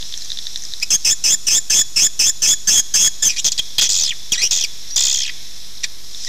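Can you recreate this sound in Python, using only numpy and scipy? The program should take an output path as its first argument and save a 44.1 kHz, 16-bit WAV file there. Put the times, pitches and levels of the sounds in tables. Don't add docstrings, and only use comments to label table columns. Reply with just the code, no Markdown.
import sys
import numpy as np
from scipy import signal
from scipy.fft import rfft, irfft
from scipy.io import wavfile

SR = 44100
rng = np.random.default_rng(int(sys.argv[2]) if len(sys.argv) > 2 else 0)


def digitize_waveform(pressure):
    field = np.atleast_2d(pressure).T
    bounded = np.clip(field, -1, 1)
    quanta = np.round(bounded * 32767).astype(np.int16)
    wavfile.write(sys.argv[1], SR, quanta)


N = 276948
TREBLE_LIMIT_HZ = 15600


def amp(db):
    return 10 ** (np.asarray(db) / 20)


def unit(x):
    return x / np.sqrt(np.mean(x ** 2) + 1e-20)


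def add(mix, start_s, sound):
    part = mix[max(round(start_s * SR), 0):][:len(sound)]
    part += sound[:len(part)]


def shaped(x, tone):
    hz, db = np.transpose(tone)
    bins_hz = np.fft.rfftfreq(len(x), 1 / SR)
    gain = amp(np.interp(np.log(bins_hz + 1), np.log(hz), db))
    return irfft(rfft(x) * gain, len(x))


def wander(size, hz):
    f = np.fft.rfftfreq(16384, 1 / SR)
    spectrum = rfft(rng.standard_normal(16384))
    return unit(irfft(spectrum / (1 + (f / hz) ** 4)))[:size]


def fade(t, rise_s, fall_s):
    return np.clip(t / rise_s, 0, 1) * np.clip((t[-1] - t) / fall_s, 0, 1)


def reverb(x, ring_s):
    t = np.arange(SR) / SR
    echoes = rng.standard_normal(SR) * amp(-60 * t / ring_s) * np.clip(t / 0.00025, 0, 1)
    return signal.fftconvolve(x, echoes / np.linalg.norm(echoes))[:N]


# f/Hz, level/dB
NOISE_TONE = [(20, 7), (70, 10.5), (130, 13.5), (180, 10), (280, 7.5), (550, 2.5), (1100, 1), (3000, -1),
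              (13600, 1), (14100, -40)]
# f/Hz, level/dB
HUM = [(48.4, -50.5)]


def background(noise_db=-46):
    t = np.arange(N) / SR
    hum = sum(amp(db) * np.sqrt(2) * np.sin(2 * np.pi * hz * t) for hz, db in HUM)
    return amp(noise_db) * unit(shaped(rng.standard_normal(N), NOISE_TONE)) + hum


def chip(top_hz, end_hz, length_s, overtone_db=-8, droop_db=-3, jitter=0.051):
    t = np.arange(0, length_s, 1 / SR)
    progress = t / length_s
    drop = np.clip((progress - .15) / .65, 0, 1)
    glide_hz = end_hz * (top_hz / end_hz) ** (np.cos(np.pi * drop / 2) ** 2)
    hz = glide_hz * (1 + jitter * wander(len(t), 1620))
    phase = 2 * np.pi * np.cumsum(hz) / SR
    whistle = np.sin(phase) + amp(overtone_db) * np.sin(2 * phase)
    return fade(t, .0004, .0008) * amp(droop_db * progress) * whistle


# f/Hz, level/dB
TWITTER_TONE = [(1200, -25), (1700, 3), (2900, 0), (3400, 10.5), (4000, 11), (4600, 4), (5400, 13),
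                (6300, 5), (7600, -4.5), (9000, -16), (15000, -45)]
# t/s, level/dB, treble tilt/dB per octave
TWITTER_SWELL = [(0, -33, 5.5), (.65, -34.5, 6.5), (.9, -37.5, 9.5), (2.2, -40, 9), (3.7, -36, 5),
                 (5.4, -36, 2.5), (6.04, -39.5, 4.5), (6.28, -28.5, 8.5)]


def colony(count=440, chip_s=0.00433, chips_db=-6):
    chips = np.zeros(N)
    for when, pitch, size in rng.random((count, 3)):
        sound = chip(4500 + 3500 * pitch, 3200 + 1500 * pitch, chip_s)
        add(chips, when * N / SR, amp(9.3 * size) * sound)
    wash = unit(shaped(rng.standard_normal(N), TWITTER_TONE))
    chips = unit(shaped(chips + reverb(chips, 0.12), TWITTER_TONE))
    hz, t, spectra = signal.stft(unit(wash + amp(chips_db) * chips), SR, nperseg=512)
    times, db, tilt = np.transpose(TWITTER_SWELL)
    octaves = np.log2((hz[:, None] + 100) / 4700)
    gain = amp(np.interp(t, times, db) + np.interp(t, times, tilt) * octaves)
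    return signal.istft(spectra * gain, SR, nperseg=512)[1][:N]


# t/s, relative level/dB, f/Hz, strength of a click just before/0-1
ECHO_CLICKS = [(0.0266, -21.5, 3320, 0.4), (.1398, -18, 3320, 0.5), (0.1756, -20.5, 5500, 0.2),
               (0.2207, -23.5, 4200, 0), (.247, -26, 5740, 0), (0.318, -17, 3670, 0.75),
               (.388, -18, 3530, 0.65), (0.4685, -17.5, 3660, 0.15), (.559, -16.5, 3620, 0.16),
               (0.5748, -23.5, 5500, 0.7), (.637, -22.5, 5900, 0.66), (0.6517, -22.5, 5000, 0.2),
               (0.7366, -18, 3760, 0.27), (.8001, -25.5, 4960, 0), (4.9094, -23, 4560, 0),
               (6.147, -25.5, 3550, 0.2), (6.248, -19, 4870, 0)]


def echo_clicks(gain_db=5.0, ring_db=-16, pair_gap_s=.0152):
    out = np.zeros(N)
    t = np.arange(0, .012, 1 / SR)
    swell = t / .0005 * np.exp(1 - t / .0005)
    ring = amp(ring_db) * np.exp(-t / .002) * np.sin(2 * np.pi * 1800 * t)
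    for start, db, hz, lead in ECHO_CLICKS:
        falling_hz = hz * (1 + 1.86 * np.exp(-t / 0.00018))
        snap = swell * np.sin(2 * np.pi * np.cumsum(falling_hz) / SR)
        click = amp(db + gain_db) * (snap + ring)
        add(out, start - pair_gap_s, lead * click)
        add(out, start, click)
    return shaped(out, [(1000, -42), (1600, -2), (6500, 1.5), (9000, -12)])


VOICE_HARMONICS = [-10, -8, -13.5, -11.5, -13]


def syrinx(hz, crack, rasp_db, overtone_db=0):
    phase = 2 * np.pi * np.cumsum(hz) / SR
    out = amp(rasp_db + overtone_db) * wander(len(hz), 2770) * np.sin(2 * phase)
    for k, db in enumerate(VOICE_HARMONICS, 1):
        level = amp(db + overtone_db * (k > 1))
        for multiple, share in ((k, 1), (k - .5, crack)):
            out += share * level * (multiple * hz < TREBLE_LIMIT_HZ) * np.sin(multiple * phase)
    return out


def shiver_phase(t, hz, unevenness):
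    rate_hz = hz * (1 + unevenness * wander(len(t), 58.5))
    return 2 * np.pi * (rng.random() + np.cumsum(rate_hz) / SR)


# t/s, length/s, first f/Hz, last f/Hz, relative peak level/dB, place of the peak/0-1,
# level at the farther end/dB from the peak, flutter/0-1, overtone boost/dB
SQUEAK_NOTES = [(0.813, 0.022, 1904, 2860, -0.5, 0.76, -23, 0.26, -1),
                (3.286, 0.063, 2916, 2000, -9, 0.2, -19, 0.56, 0),
                (3.36, 0.041, 1984, 3730, -6.5, .95, -14, 0.86, 0.5),
                (4.106, 0.022, 3268, 1640, -0.5, 0.14, -11, 0.15, -22),
                (4.3182, .049, 3680, 1410, 1, .05, -19.5, 0.44, 1),
                (4.375, 0.04, 1886, 2160, -7, 0.9, -5.5, 0.1, -1),
                (4.416, .06, 2413, 3100, -4.5, 0.27, -9, 0.33, 2),
                (4.637, 0.016, 3056, 2030, 0, 0, -15, 0.11, -1),
                (4.882, 0.07, 5730, 5790, -20, 0.77, -15.5, 0.09, -20),
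                (5.832, 0.022, 2692, 1770, -5, 0.38, -13, 0.7, -2.5),
                (6.205, .045, 2580, 2700, -35, .4, -14, 0.26, 4),
                (6.27, 0.01, 1820, 2100, -9, 0.25, -11.5, 0.42, -5)]
# f/Hz, level/dB
SQUEAK_TONE = [(1200, -11), (1750, -9.5), (2400, -6), (2950, -7.5), (3350, -6.5), (3900, -5), (4500, -6.5),
               (5100, -2.5), (5800, -1), (6500, -8), (7400, -3), (8300, -17.5), (9500, -20.5), (14000, -32)]


def squeaks(depth=0.21, jitter=0.081, throb_db=5, gain_db=-2, rasp_db=-16, shimmer_db=3):
    out = np.zeros(N)
    for start, length, first_hz, last_hz, db, peak, fall_db, flutter, overtone_db in SQUEAK_NOTES:
        t = np.arange(0, length, 1 / SR)
        progress = t / length
        shiver = shiver_phase(t, hz=166.5, unevenness=0.144)
        wobble = depth * np.sin(shiver) + jitter * wander(len(t), 1220)
        hz = first_hz * (last_hz / first_hz) ** progress * (1 + flutter * wobble)
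        swell_db = fall_db * abs(progress - peak) / max(peak, 1 - peak)
        flicker_db = throb_db * flutter * np.cos(shiver) + shimmer_db * wander(len(t), 380)
        level = amp(gain_db + db + swell_db + flicker_db) * fade(t, 0.0013, 0.0014)
        add(out, start, level * syrinx(hz, 0.055 * flutter, rasp_db, overtone_db))
    return shaped(out, SQUEAK_TONE)


# t/s, length/s, dip f/Hz, final f/Hz, strain/0-1
BEGGING_CALLS = [(0.903, .057, 2840, 3180, 0.3), (1.046, 0.087, 2656, 3520, 0),
                 (1.238, .11, 2671, 3560, 0.37), (1.467, .12, 2658, 3520, 0.3),
                 (1.698, 0.12, 2765, 3434, 0.74), (1.96, 0.11, 2547, 3486, 0.43),
                 (2.191, 0.11, 2656, 3494, 0.3), (2.4193, .12, 2725, 3430, .7),
                 (2.672, 0.13, 2823, 3298, 1), (2.938, .14, 2864, 3346, 0.73),
                 (3.222, 0.062, 3218, 3128, 0.35)]
CALL_STAGES = [0, .27, .6, .8, 1]
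CALL_SWELL = [0, -4, -2, 1.2, -1.3]
EARLY_CLIMB = (0.1184, .95)
STRAIN_LEVEL = (-2.5, 0)
# f/Hz, level/dB
BEGGING_TONE = [(1700, -4), (2100, -9.5), (2600, -2), (3000, -15.5), (3330, -3), (3900, -18), (4550, -15.5),
                (5100, 4.5), (5600, -5), (6300, 0.5), (7100, 3), (8200, -8.5), (10000, -19), (14000, -24)]


def begging(depth=0.063, jitter=0.023, throb_db=1.5, shimmer_db=2.5):
    out = np.zeros(N)
    for start, length, dip_hz, final_hz, strain in BEGGING_CALLS:
        t = np.arange(0, length, 1 / SR)
        progress = t / length
        shiver = np.sin(shiver_phase(t, hz=178.6, unevenness=.06))
        looseness = np.interp(progress, CALL_STAGES, [0.34, 2.05, 1.36, 0.39, 0.49])
        climb_hz = dip_hz + (final_hz - dip_hz) * np.interp(strain, [0, 1], EARLY_CLIMB)
        hz = np.interp(progress, CALL_STAGES, [1.11 * dip_hz, dip_hz, climb_hz, final_hz, final_hz])
        hz *= 1 + looseness * (depth * shiver + jitter * wander(len(t), 1350))
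        db = np.interp(strain, [0, 1], STRAIN_LEVEL) + np.interp(progress, CALL_STAGES, CALL_SWELL)
        flicker_db = throb_db * looseness * shiver + shimmer_db * wander(len(t), 230)
        first_crack = strain * np.exp(-((t - .012) / 0.013) ** 2)
        last_crack = 0.44 * np.exp(-((length - t) / 0.0044) ** 2)
        crack = first_crack + last_crack + 0.1 * wander(len(t), 890)
        level = amp(db + flicker_db) * fade(t, 0.0024, 0.001)
        add(out, start, level * syrinx(hz, crack, rasp_db=-14.0))
    return shaped(out, [(900, -114)] + BEGGING_TONE)


RATTLE = 66.2
# t/s, length/s, first and last rate/chips per s, a chip's top and end f/Hz,
# relative level/dB, level change/dB, final sag of a chip's top and end/octaves
TRILL_RUNS = [(3.4441, 0.0454, 160, 140, 6910, 3590, 1, -4, 0.1, .08),
              (3.5185, 0.0103, 140, 130, 7500, 4180, -4, -5, 0.42, 0.37),
              (3.578, 0.016, 135, 127.9, 5100, 3650, -3.5, 4.5, 0.63, 0.29),
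              (3.782, 0.02, 148, 165, 4170, 3135, 3.5, -5, 0.017, .02),
              (3.811, .059, 145, 130, 7210, 3310, 2.5, -9.5, 0.17, .1),
              (3.8913, .207, 111, 66, 7540, 3710, -4.5, 0.5, 1.4, 0.11),
              (4.5096, 0.12, 107, 72, 6890, 3470, -2.5, -7, 0.24, .12),
              (4.9598, 0.34, RATTLE, RATTLE, 7193, 3468, -1.5, -7.5, 1.82, 0.96)]
# f/Hz, level/dB
TRILL_TONE = [(1200, -25), (1750, -15), (2400, -8.5), (2950, -11), (3350, -5), (3900, -14.5), (4500, -10),
              (5100, -6.5), (5800, -6), (6500, -4), (7500, -10.5), (8300, -14.5), (9300, -23.5),
              (14000, -25)]


def trills(rasp=0.49, gain_db=-0.07, sag_s=.048, sag_db_per_octave=-3):
    out = np.zeros(N)
    for start, span, first, last, top_hz, end_hz, level_db, change_db, top_sag, end_sag in TRILL_RUNS:
        t = 0
        while t < span:
            rate = first + (last - first) * (t / span) ** 0.65
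            sag = np.expm1(t / sag_s) / np.expm1(span / sag_s)
            db = level_db + change_db * t / span + sag_db_per_octave * top_sag * sag
            stray_pitch, stray_db = rng.standard_normal(2)
            length = .52 / rate * np.clip(1.1 + .025 * db, .8, 1.2)
            low_hz = end_hz / 2 ** (end_sag * sag)
            high_hz = top_hz * (1 + .025 * stray_pitch) / 2 ** (top_sag * sag)
            sound = chip(max(high_hz, low_hz), low_hz, length)
            roughness = 1 + rasp * wander(len(sound), 1440)
            add(out, start + t, amp(gain_db + db + stray_db) * sound * roughness)
            t += 1 / rate
    return shaped(out, TRILL_TONE)


# delay/s, relative level/dB
WALL_ECHOES = [(.0011, -20), (.0027, -10), (.0046, -7.5), (.0071, -17)]
# f/Hz, level/dB
ROOM_TONE = [(2500, -1), (3050, -16), (3380, 2), (3850, 2), (4600, -9), (5500, -2.5), (7000, -4.5),
             (9000, -2)]


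def house(x, wall_db, corner_db, room_db):
    echoes = np.zeros(N)
    for delay, db in WALL_ECHOES:
        add(echoes, delay, amp(db + wall_db) * x)
    corner = amp(corner_db) * reverb(x, ring_s=0.04)
    room = amp(room_db) * shaped(reverb(x, ring_s=1.0), ROOM_TONE)
    return x + echoes + corner + room


def scene():
    calling = house(begging(), wall_db=-3.5, corner_db=-2.5, room_db=-20.0)
    squeaking = house(squeaks(), wall_db=-23, corner_db=3.5, room_db=-17)
    trilling = house(trills(), wall_db=1.0, corner_db=-1, room_db=-12.5)
    clicking = house(echo_clicks(), wall_db=-34, corner_db=-5, room_db=-46)
    return (calling + squeaking + trilling + clicking + colony() + background())[None]


def record(dry, offset=0.064, ceiling=0.43, hardness=5):
    fine = signal.resample_poly(dry, 4, 1, axis=1) + offset
    flattened = fine / (1 + abs(fine / ceiling) ** hardness) ** (1 / hardness)
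    low_pass = signal.firwin(1201, TREBLE_LIMIT_HZ, window=("kaiser", 9), fs=4 * SR)
    return signal.oaconvolve(flattened, low_pass[None], "same")[:, ::4]


dry = scene()
out = record(dry)
digitize_waveform(out)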